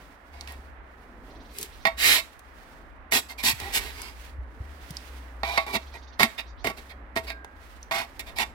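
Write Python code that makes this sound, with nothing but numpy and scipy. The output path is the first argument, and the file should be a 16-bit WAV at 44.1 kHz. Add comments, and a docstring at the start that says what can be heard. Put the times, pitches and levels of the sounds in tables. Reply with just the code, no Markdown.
"""A steel hand trowel scrapes soil and grit off the edge of a stone slab in short strokes, outdoors.
Sand grains catch the blade and ring it; the edge knocks and chatters; crumbs tick, feet shift and a
jacket rustles. Far traffic, an idling engine and a small bird lie behind, and nearby stone adds a
short scatter. It is all heard from a few metres through the two ports of a phone."""
import sys
import numpy as np
from scipy import signal
from scipy.fft import rfft, irfft, next_fast_len
from scipy.io import wavfile

SR = 44100
rng = np.random.default_rng(int(sys.argv[2]) if len(sys.argv) > 2 else 0)


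def materialize(psi):
    """Save the field psi as 16-bit PCM at rate SR to the path in sys.argv[1].

    A 1-D psi becomes a single channel; in a 2-D psi each row is a channel.
    """
    bounded = np.clip(np.atleast_2d(psi).T, -1, 1)
    quanta = np.round(bounded * 32767).astype(np.int16)
    wavfile.write(sys.argv[1], SR, quanta)


N = 376613
T = np.arange(N) / SR

# modes of the steel blade: (frequency [Hz], relative level [dB], free t60 [s])
BLADE_MODES = [(659.4, -1, 0.22), (776, -5, 0.13), (805, -6, 0.051), (928.6, -9.5, 0.23), (1116, -7.5, .26),
               (1345, -11.5, 0.2), (1880, 3, 0.097), (2100, 2, 0.13), (2183, 1, 0.16), (2281, -0.5, 0.14),
               (2416, 1, 0.043), (2644, -3.5, 0.17), (2776, -10.5, 0.22), (3100, -25.5, 0.058),
               (3244, -14, 0.17), (3560, -4.5, .13), (3787, -4, .15), (4320, -8.5, 0.072),
               (4265, -12, 0.064), (4640, -11, 0.077), (4900, -10, 0.09), (5060, -19.5, 0.033)]


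def undb(db):
    """Decibels to gain."""
    return 10 ** (np.asarray(db) / 20)


def unit(x):
    """Scale to rms 1."""
    return x / np.sqrt(np.mean(x ** 2) + 1e-20)


def on_log_axis(points, hz):
    """Read (frequency [Hz], value) points at the given frequencies."""
    f, value = np.transpose(points)
    return np.interp(np.log(hz + 1), np.log(f), value)


def colour(x, points, size=1024):
    """Minimum-phase EQ through (frequency [Hz], gain [dB]) points."""
    cepstrum = irfft(np.log(undb(on_log_axis(points, np.fft.rfftfreq(size, 1 / SR)))))
    cepstrum[1:size // 2] *= 2
    cepstrum[size // 2 + 1:] = 0
    response = irfft(np.exp(rfft(cepstrum)))
    return signal.fftconvolve(np.atleast_2d(x), response[None], axes=1)[:, :x.shape[-1]]


def walk(rate, count=N):
    """Random wander with spread near 1, turning rate times a second."""
    at = np.arange(count) / SR * rate
    return 1.2 * np.interp(at, np.arange(4096), rng.standard_normal(4096))


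def stereo_noise(likeness, count=N):
    """Left and right noise with a shared part."""
    common, own = rng.standard_normal(count), rng.standard_normal((2, count))
    return np.sqrt(likeness) * common + np.sqrt(1 - likeness) * own


def fade(t, t60):
    """Exponential decay by 60 dB in t60."""
    return np.exp(-np.log(1000) * t / t60)


def add(out, start, x):
    """Mix x into out from start, in seconds."""
    i = int(start * SR)
    out[:, i:i + x.shape[-1]] += x[..., :N - i]


def grains(rate, spread_db, count):
    """Random tiny impacts, a few of them much harder than the rest."""
    hit = rng.random(count) < rate / SR
    sign = rng.choice([-1, 1], count)
    return unit(hit * sign * undb(spread_db * np.minimum(rng.standard_normal(count), 2.5)))


def traffic(level_db=-49.5, split_hz=600):
    """A bed of far traffic: centred bass and wide treble, each swelling on its own."""
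    # tone of the hum: (frequency [Hz], gain [dB])
    hum_eq = [(20, -11.5), (35, 4), (52, 9), (80, -3), (120, -7.5), (180, -8.5), (260, -1.5), (400, -7.5),
              (600, -5.5), (1000, -5), (1900, -7.5), (2700, -20), (4000, -32.5), (7000, -52), (16000, -55)]
    bass = signal.sosfilt(signal.butter(2, split_hz, fs=SR, output="sos"), stereo_noise(0.97))
    treble = signal.sosfilt(signal.butter(2, split_hz, "high", fs=SR, output="sos"), stereo_noise(0.052))
    hum = bass * undb(1.6 * walk(5)) + treble * undb(0.7 * walk(5.1))
    return undb(level_db) * unit(colour(hum, hum_eq, size=4096))


def engine(idle_hz=63.7, trim_db=-2):
    """An idling engine: one low note that wavers in pitch and level."""
    # fader ride of the idle: (time [s], level before trim [dB])
    ride = [(0.0, -50.5), (0.26, -55), (0.33, -38.5), (1.35, -66.5), (1.5, -46), (1.76, -64), (1.97, -42),
            (2.35, -63), (2.5, -48), (2.71, -60.5), (3.66, -40), (4.04, -49.5), (4.35, -39), (5.07, -47),
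            (5.11, -39), (6.71, -48), (7.3, -44), (8.54, -58)]
    phase = 2 * np.pi * np.cumsum(idle_hz * (1 + 0.0717 * walk(14))) / SR
    note = unit(np.sin(phase) * undb(2.8 * walk(7.7)))
    return note * undb(np.interp(T, *np.transpose(ride)) + trim_db)


def air(level_db=-53, band_hz=(38, 64)):
    """Light air on each port makes a deep, uneven rumble."""
    rumble = signal.sosfilt(signal.butter(2, band_hz, "band", fs=SR, output="sos"), stereo_noise(0.089))
    return undb(level_db) * unit(rumble * undb(5.7 * walk(5)))


def jacket(rest_db=-77):
    """Nylon slides on itself as the arm moves; each move swells and dies away."""
    # one rustle per arm move: (middle [s], length [s], level [dB])
    rustles = [(0.02, 0.22, -56.5), (0.448, 0.35, -58), (0.624, 0.14, -66), (1.03, 0.28, -66.5),
               (1.28, 0.11, -62), (1.706, 0.6, -55.5), (2.28, 0.27, -59), (2.652, 0.34, -58.5),
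               (3.643, 0.19, -41.5), (3.95, 0.38, -48), (4.238, 0.14, -49.5), (4.978, 0.62, -50.5),
               (5.847, 0.33, -59), (6.31, 0.18, -53), (6.833, 0.17, -53.5), (7.688, 0.22, -56.5),
               (8.2, 0.62, -58.5)]
    # tone of the nylon: (frequency [Hz], gain [dB])
    cloth_eq = [(500, -12), (2000, 6), (4500, -1.5), (7000, -7.5), (12000, -9.5), (16000, -10.5)]
    hiss = stereo_noise(0.12) * undb(1.9 * walk(60)) + 0.13 * grains(900, 2.6, N)
    moves = sum(undb(db) * np.exp(-(2 * (T - middle) / length) ** 2) for middle, length, db in rustles)
    return unit(colour(hiss, cloth_eq)) * (undb(rest_db) + moves)


def stonework(x, wet_db, t60, count=16000):
    """Slabs and walls nearby return a short, dull scatter."""
    t = np.arange(count) / SR
    scatter = stereo_noise(0.1, count) * fade(t, t60) * np.minimum(t / 0.0062, 1)
    tail = colour(scatter, [(100, 2), (700, -1.5), (3000, -4), (8000, -0.5), (16000, -4.5)])
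    return x + undb(wet_db) * signal.fftconvolve(x, unit(tail) / np.sqrt(count), axes=1)[:, :N]


def scrapes(count=16000):
    """The edge drags over the slab: loose sand rasps evenly, bare stone makes it judder and sing."""
    # trowel strokes: (start [s], rise [s], length [s], rasp level [dB], sand [0-1], weight [0-1])
    strokes = [(.311, .03, 0.23, -52, 0.23, 0.54), (0.47, .003, 0.1, -45, 0.53, 0.6),
               (1.509, .1, 0.17, -41.5, 0.98, 0.89), (1.852, .003, 0.043, -22, 0, .38),
               (1.968, 0.1, 0.24, -15.5, 0.73, 0.11), (2.114, 0.038, 0.11, -27.5, 0.5, .34),
               (3.11, 0.025, 0.1, -19.5, 0.86, 0.58), (3.281, 0.014, 0.064, -39.5, 0.64, 0.47),
               (3.375, 0.011, 0.057, -35, 0.52, 0.26), (3.425, 0.032, .11, -19, 0.86, 0.39),
               (3.595, 0.0046, 0.16, -39.5, 0.22, 0.86), (3.72, .034, 0.08, -21.5, 0.88, .38),
               (3.785, 0.0092, .16, -38, 0.67, 0.74), (3.901, 0.096, 0.25, -42.5, 0.56, 0.69),
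               (5.431, 0.025, 0.24, -32.5, 0.23, 0.5), (5.662, 0.0037, 0.11, -36, 0.27, 0.73),
               (5.722, 0.023, 0.056, -24.5, 0.44, 0.75), (5.932, 0.0091, 0.057, -43.5, 0.28, 0.76),
               (6.19, 0.0061, 0.081, -21.5, 0.42, 0.62), (6.375, 0.0085, 0.044, -30, 0, 0.16),
               (6.64, 0.0048, 0.083, -30, .4, 0.94), (6.765, 0.0089, 0.047, -44.5, .6, 0.88),
               (6.887, 0.018, .042, -43.5, 0.03, 0.17), (7.154, 0.0067, 0.051, -32, 0.6, 0.82),
               (7.228, .01, 0.048, -48.5, 0.72, 1), (7.263, 0.018, 0.074, -36.5, 0.24, .3),
               (7.91, 0.0063, 0.15, -28, 0.39, 0.45), (8.191, .004, 0.028, -37.5, 0.9, 0.5),
               (8.258, 0.015, 0.055, -43, 0.46, 0.4), (8.355, 0.012, 0.049, -34.5, 0.46, .33),
               (8.38, 0.024, 0.065, -24.5, .5, 0.5)]
    out, t = np.zeros((2, N)), np.arange(count) / SR
    rings = mode_rings(ring_share=0.45)
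    for start, rise, length, level_db, sand, weight in strokes:
        fall = 0.58 * abs(length - rise)
        hold = length - rise - fall
        bite = np.minimum(t / rise, 1) ** 1.15  # gentle at first
        force = bite * np.clip((length - t) / fall, 0, 1)
        drag = force * undb((2.5 - 3.3 * sand) * walk(221.5, count))  # the edge judders
        common, *sides = (grains(4000 + 10000 * sand, 3.66, count) for _ in range(3))
        catches = 0.42 * grains(260, 3.7, count)  # coarse grains snag the edge
        crunch = slab_echo(drag * (common + catches + 1.18 * np.array(sides)))
        push = drag * (common + catches + 0.44 * np.array(sides))
        stiffen = 0.9 * hold * (1 - sand) ** 2  # a long drag pins the edge on bare stone
        layers = contact_layers(push, crunch, rings, spread_db=5, stiffen=stiffen,
                                bend_noise_db=-9.5 + 22.6 * sand, rasp_noise_db=-11 + 20 * sand)
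        levels = layer_levels(level_db, sand, weight, bend_db=-17.5, hiss_db=-16.5)
        for db, layer in zip(levels, layers):
            add(out, start, undb(db) * unit(layer) * np.sqrt(np.mean(force ** 2)))
    return out


def mode_rings(ring_share, count=11000):
    """Complex ring of every blade mode; the stone shortens it, a little rings on freely."""
    t = np.arange(count) / SR
    rings = []
    for hz, db, t60 in BLADE_MODES:
        decay = unit(fade(t, t60 * ring_share) + 0.044 * fade(t, t60))
        rings.append(undb(db) * decay * np.exp(2j * np.pi * hz * t))
    return np.array(rings)


def slab_echo(x, share=0.36, typical_lag_s=0.0018, travel=1.5):
    """The slab mirrors the sound a moment later; the gap changes as the blade moves, like a flanger."""
    i = np.arange(x.shape[1])
    place, speed = rng.uniform(-1.001, 1, 2)
    lag = typical_lag_s * SR * (1 + place / 2) * np.exp(travel * speed * i / SR)
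    return x + share * np.array([np.interp(i - lag, i, channel, left=0) for channel in x])


def contact_layers(push, crunch, rings, spread_db, bend_noise_db, rasp_noise_db, stiffen=0):
    """Soil thud, blade bending, steel rasp, grit hiss: push rings the blade, crunch radiates directly."""
    # tone of the noise in each layer: (frequency [Hz], gain [dB])
    soil_eq = [(50, -30.5), (115, -3), (175, -12), (240, 1.5), (315, -5.5), (400, 1.5), (520, -14.5),
               (800, -28), (3000, -72)]
    bend_eq = [(100, -49.5), (400, -29.5), (540, -21.5), (660, -3), (1000, 4), (1300, -8.5), (1600, -6),
               (3000, -50)]
    rasp_eq = [(200, -66), (1000, -23.5), (1650, -8), (2150, -1.5), (3000, 1), (4000, 2.5), (5100, 1.5),
               (6300, -8), (9000, -23), (16000, -58)]
    grit_eq = [(200, -64), (1500, -33.5), (3500, -3), (5000, 6.5), (6700, 2.5), (8000, 7), (9200, -2.5),
               (11500, 5.5), (14000, -0.5), (16000, -5)]
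    bending, plate = blade(push, rings, spread_db, stiffen)
    centre = np.tile(crunch.mean(axis=0), (2, 1))  # long waves reach both ports alike
    return [colour(centre, soil_eq),
            unit(bending) + undb(bend_noise_db) * unit(colour(centre, bend_eq)),
            unit(plate) + undb(rasp_noise_db) * unit(colour(crunch, rasp_eq)),
            colour(crunch, grit_eq)]


def blade(push, rings, spread_db, stiffen, bending_top_hz=1500):
    """Low bending and high plate modes: each contact point remixes them, pressure raises their pitch."""
    hz = np.array(BLADE_MODES)[:, 0]
    strength, phase, skew = rng.standard_normal((3, len(hz)))
    # high modes radiate in lobes, so each port gets them at another phase
    lobes = np.array([[1], [-1]]) * skew * hz / 5000
    gains = undb(spread_db * strength) * np.exp(1j * (np.pi * phase + lobes))
    bending, i = hz < bending_top_hz, np.arange(rings.shape[1])
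    sounds = []
    for modes in (bending, ~bending):
        ring = (gains[:, modes] @ rings[modes]).imag
        raised = [np.interp(i * (1 + stiffen), i, port, right=0) for port in ring]
        sounds.append(signal.fftconvolve(push, raised, axes=1)[:, :push.shape[1]])
    return sounds


def layer_levels(rasp_db, sand, weight, bend_db, hiss_db):
    """Balance of the four contact layers: weight brings out the lows, sand trades ring for hiss."""
    flex = min(weight / 0.45, 1)  # weight bends the blade until it lies flat
    thud = rasp_db - 35 + 33 * weight
    bending = rasp_db + bend_db + 16 * flex - 15 * sand ** 2  # a bed of sand cushions it
    hiss = rasp_db + hiss_db + 16 * sand
    return thud, bending, rasp_db, hiss


def crumbs(t60=0.024, count=8000):
    """Small stones click, each in its own band, with a brief rattle after the first touch."""
    # stones and crumbs: (time [s], relative level [dB], centre [Hz], width [Hz])
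    ticks = [(.41, -33, 4370, 1580), (.475, -36.5, 3100, 1470), (.522, -40.5, 12000, 6000),
             (1.586, -26, 9000, 9000), (1.613, -30, 9000, 9000), (1.629, -26, 9000, 9000),
             (2.393, -45, 7000, 9000), (3.601, -30.5, 4000, 7000), (4.018, -31, 6000, 9000),
             (4.907, -34.5, 6960, 9000), (4.969, -30, 4900, 892), (7.4463, -32.5, 724, 442),
             (7.829, -39, 5800, 400)]
    out, t = np.zeros((2, N)), np.arange(count) / SR
    for start, db, hz, width_hz in ticks:
        band = signal.iirpeak(hz, hz / width_hz, fs=SR)
        touch = stereo_noise(0.48, count) * fade(t, t60) + 7 * (t == 0)
        add(out, start, undb(db) * signal.lfilter(*band, touch) * np.sqrt(SR / (np.pi * width_hz)))
    return out


def footing(attack_s=0.0053, count=10000):
    """Weight shifts on soil: a few soft low cycles."""
    # feet, knees and hard shoves on soft ground: (time [s], peak [dB], pitch [Hz], t60 [s])
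    thumps = [(.468, -42, 72.5, 0.11), (1.935, -38.5, 59.6, 0.18), (3.533, -30.5, 100, 0.032),
              (3.616, -34, 89, 0.05), (4.385, -29, 62.4, 0.07), (4.602, -28, 83, 0.051),
              (4.904, -31.5, 153, 0.033), (5.761, -28, 234, 0.031), (6.205, -28.5, 149, 0.054),
              (6.232, -22, 229, 0.076)]
    out, t = np.zeros((2, N)), np.arange(count) / SR
    for start, db, hz, t60 in thumps:
        swell = (1 - np.exp(-t / attack_s)) ** 2 * fade(t, t60)
        add(out, start, undb(db) * swell / swell.max() * np.sin(2 * np.pi * hz * t))
    return out


def bird(pitch_hz=900, sweep=0.46, note_share=0.63, distance_db=-8):
    """Thin, hoarse rising notes far off, made of harmonics 4 to 7."""
    # runs of even notes: (start [s], end [s], spacing [s], level before distance [dB])
    runs = [(1.292, 1.535, 0.049, -57), (1.7, 1.83, 0.088, -55.5), (5.809, 6.145, .051, -53.5),
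            (6.441, 6.61, 0.12, -56.5)]
    out = np.zeros((2, N))
    for start, end, spacing, db in runs:
        for onset in np.arange(start, end, spacing):
            progress = np.linspace(0, 1, int(note_share * spacing * SR))
            glide = sweep * (np.sin(2 * progress) - 1)
            waver = 0.037 * (walk(1300, len(progress)) + rng.standard_normal())
            phase = 2 * np.pi * np.cumsum(pitch_hz * (1 + glide + waver)) / SR
            note = sum(gain * np.sin(k * phase) for k, gain in enumerate(undb([-6, -1, -8, -9]), 4))
            add(out, onset, undb(db + distance_db) * unit(note * np.sin(np.pi * progress)))
    return stonework(out, wet_db=3.5, t60=0.13)


def knocks(attack_samples=441, count=11000):
    """The edge meets stone: one hard contact cracks and rings the blade."""
    # hits: (time [s], rasp attack level [dB], sand [0-1], weight [0-1], share of free ring time [0-1])
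    hits = [(1.8525, -18, 0.02, 0.29, 1), (3.121, -21.5, 0.69, 0.26, 0.61), (3.437, -28.5, 1, 0.82, 0.32),
            (5.433, -27.5, 0, 0.66, 0.78), (5.576, -18.5, 0.04, 0.25, 0.6), (5.5806, -23, 0, 0.51, 0.7),
            (6.196, -23.5, 0.2, 0.25, 0.4), (6.206, -22.5, .5, 0.67, 0.15),
            (6.231, -12.5, 0.48, 0.13, 0.24), (6.24, -26.5, 0.72, 0.6, .98), (6.645, -32.5, 0, 1, .28),
            (6.671, -26, 0.67, 0.84, 0.31), (6.698, -44, 0.8, 1, .7), (7.163, -29.5, 0.2, 1, 0.89),
            (7.172, -28, 0.4, 0.73, 0.41), (7.302, -33, 0.37, 0.28, 0.69), (7.911, -29.5, 0, 0.57, 1),
            (8.194, -33.5, 0.83, 0.2, 0.79), (8.386, -26, 0.8, .4, .48)]
    out, t = np.zeros((2, N)), np.arange(count) / SR
    impulse = np.tile(t == 0, (2, 1)) * 1.
    for start, level_db, sand, weight, ring_share in hits:
        crack = stereo_noise(0.34, count) * fade(t, 0.022)
        layers = contact_layers(impulse, crack, mode_rings(ring_share),
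                                spread_db=1.5, bend_noise_db=-5.5, rasp_noise_db=-12)
        levels = layer_levels(level_db, sand, weight, bend_db=-13.5, hiss_db=-20)
        for db, layer in zip(levels, layers):
            add(out, start, undb(db) * layer / np.sqrt(np.mean(layer[:, :attack_samples] ** 2)))
    return out


def ping(start_s=7.302, peak_db=-41, hz=1607, t60=0.95, count=22000):
    """A light touch leaves one barely damped steel mode singing."""
    out, t = np.zeros((2, N)), np.arange(count) / SR
    add(out, start_s, undb(peak_db) * fade(t, t60) * np.sin(2 * np.pi * hz * t))
    return out


def scene(lag_samples=9):
    """The work is a little to the left, so it reaches the right port later; the town lies behind."""
    left, right = scrapes() + knocks() + ping() + crumbs() + jacket()
    work = np.array([left, np.pad(right, (lag_samples, 0))[:N]])
    return stonework(work, wet_db=-17, t60=0.28) + footing() + bird() + traffic() + engine() + air()


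def record(dry, ceiling=0.9, top_hz=15900):
    """Each port has its own colour; the top is cut steeply."""
    # balance of the two ports: (frequency [Hz], left minus right [dB])
    port_balance = [(60, 0.5), (400, -1.5), (680, 0), (950, -3), (1300, -4.5), (1900, -11.5), (2600, -12),
                    (4400, -7.5), (6500, -5), (8100, 3), (11000, 4.5), (15000, 11.5)]
    size = next_fast_len(N, True)
    balance = undb(on_log_axis(port_balance, np.fft.rfftfreq(size, 1 / SR)))
    gains = np.array([balance, np.ones_like(balance)]) * np.sqrt(2 / (1 + balance ** 2))
    heard = irfft(rfft(dry, size) * gains, size)[:, :N]
    high_cut = signal.ellip(10, 0.2, 80, top_hz, fs=SR, output="sos")
    return signal.sosfilt(high_cut, np.clip(heard, -ceiling, ceiling))


dry = scene()
out = record(dry)
materialize(out)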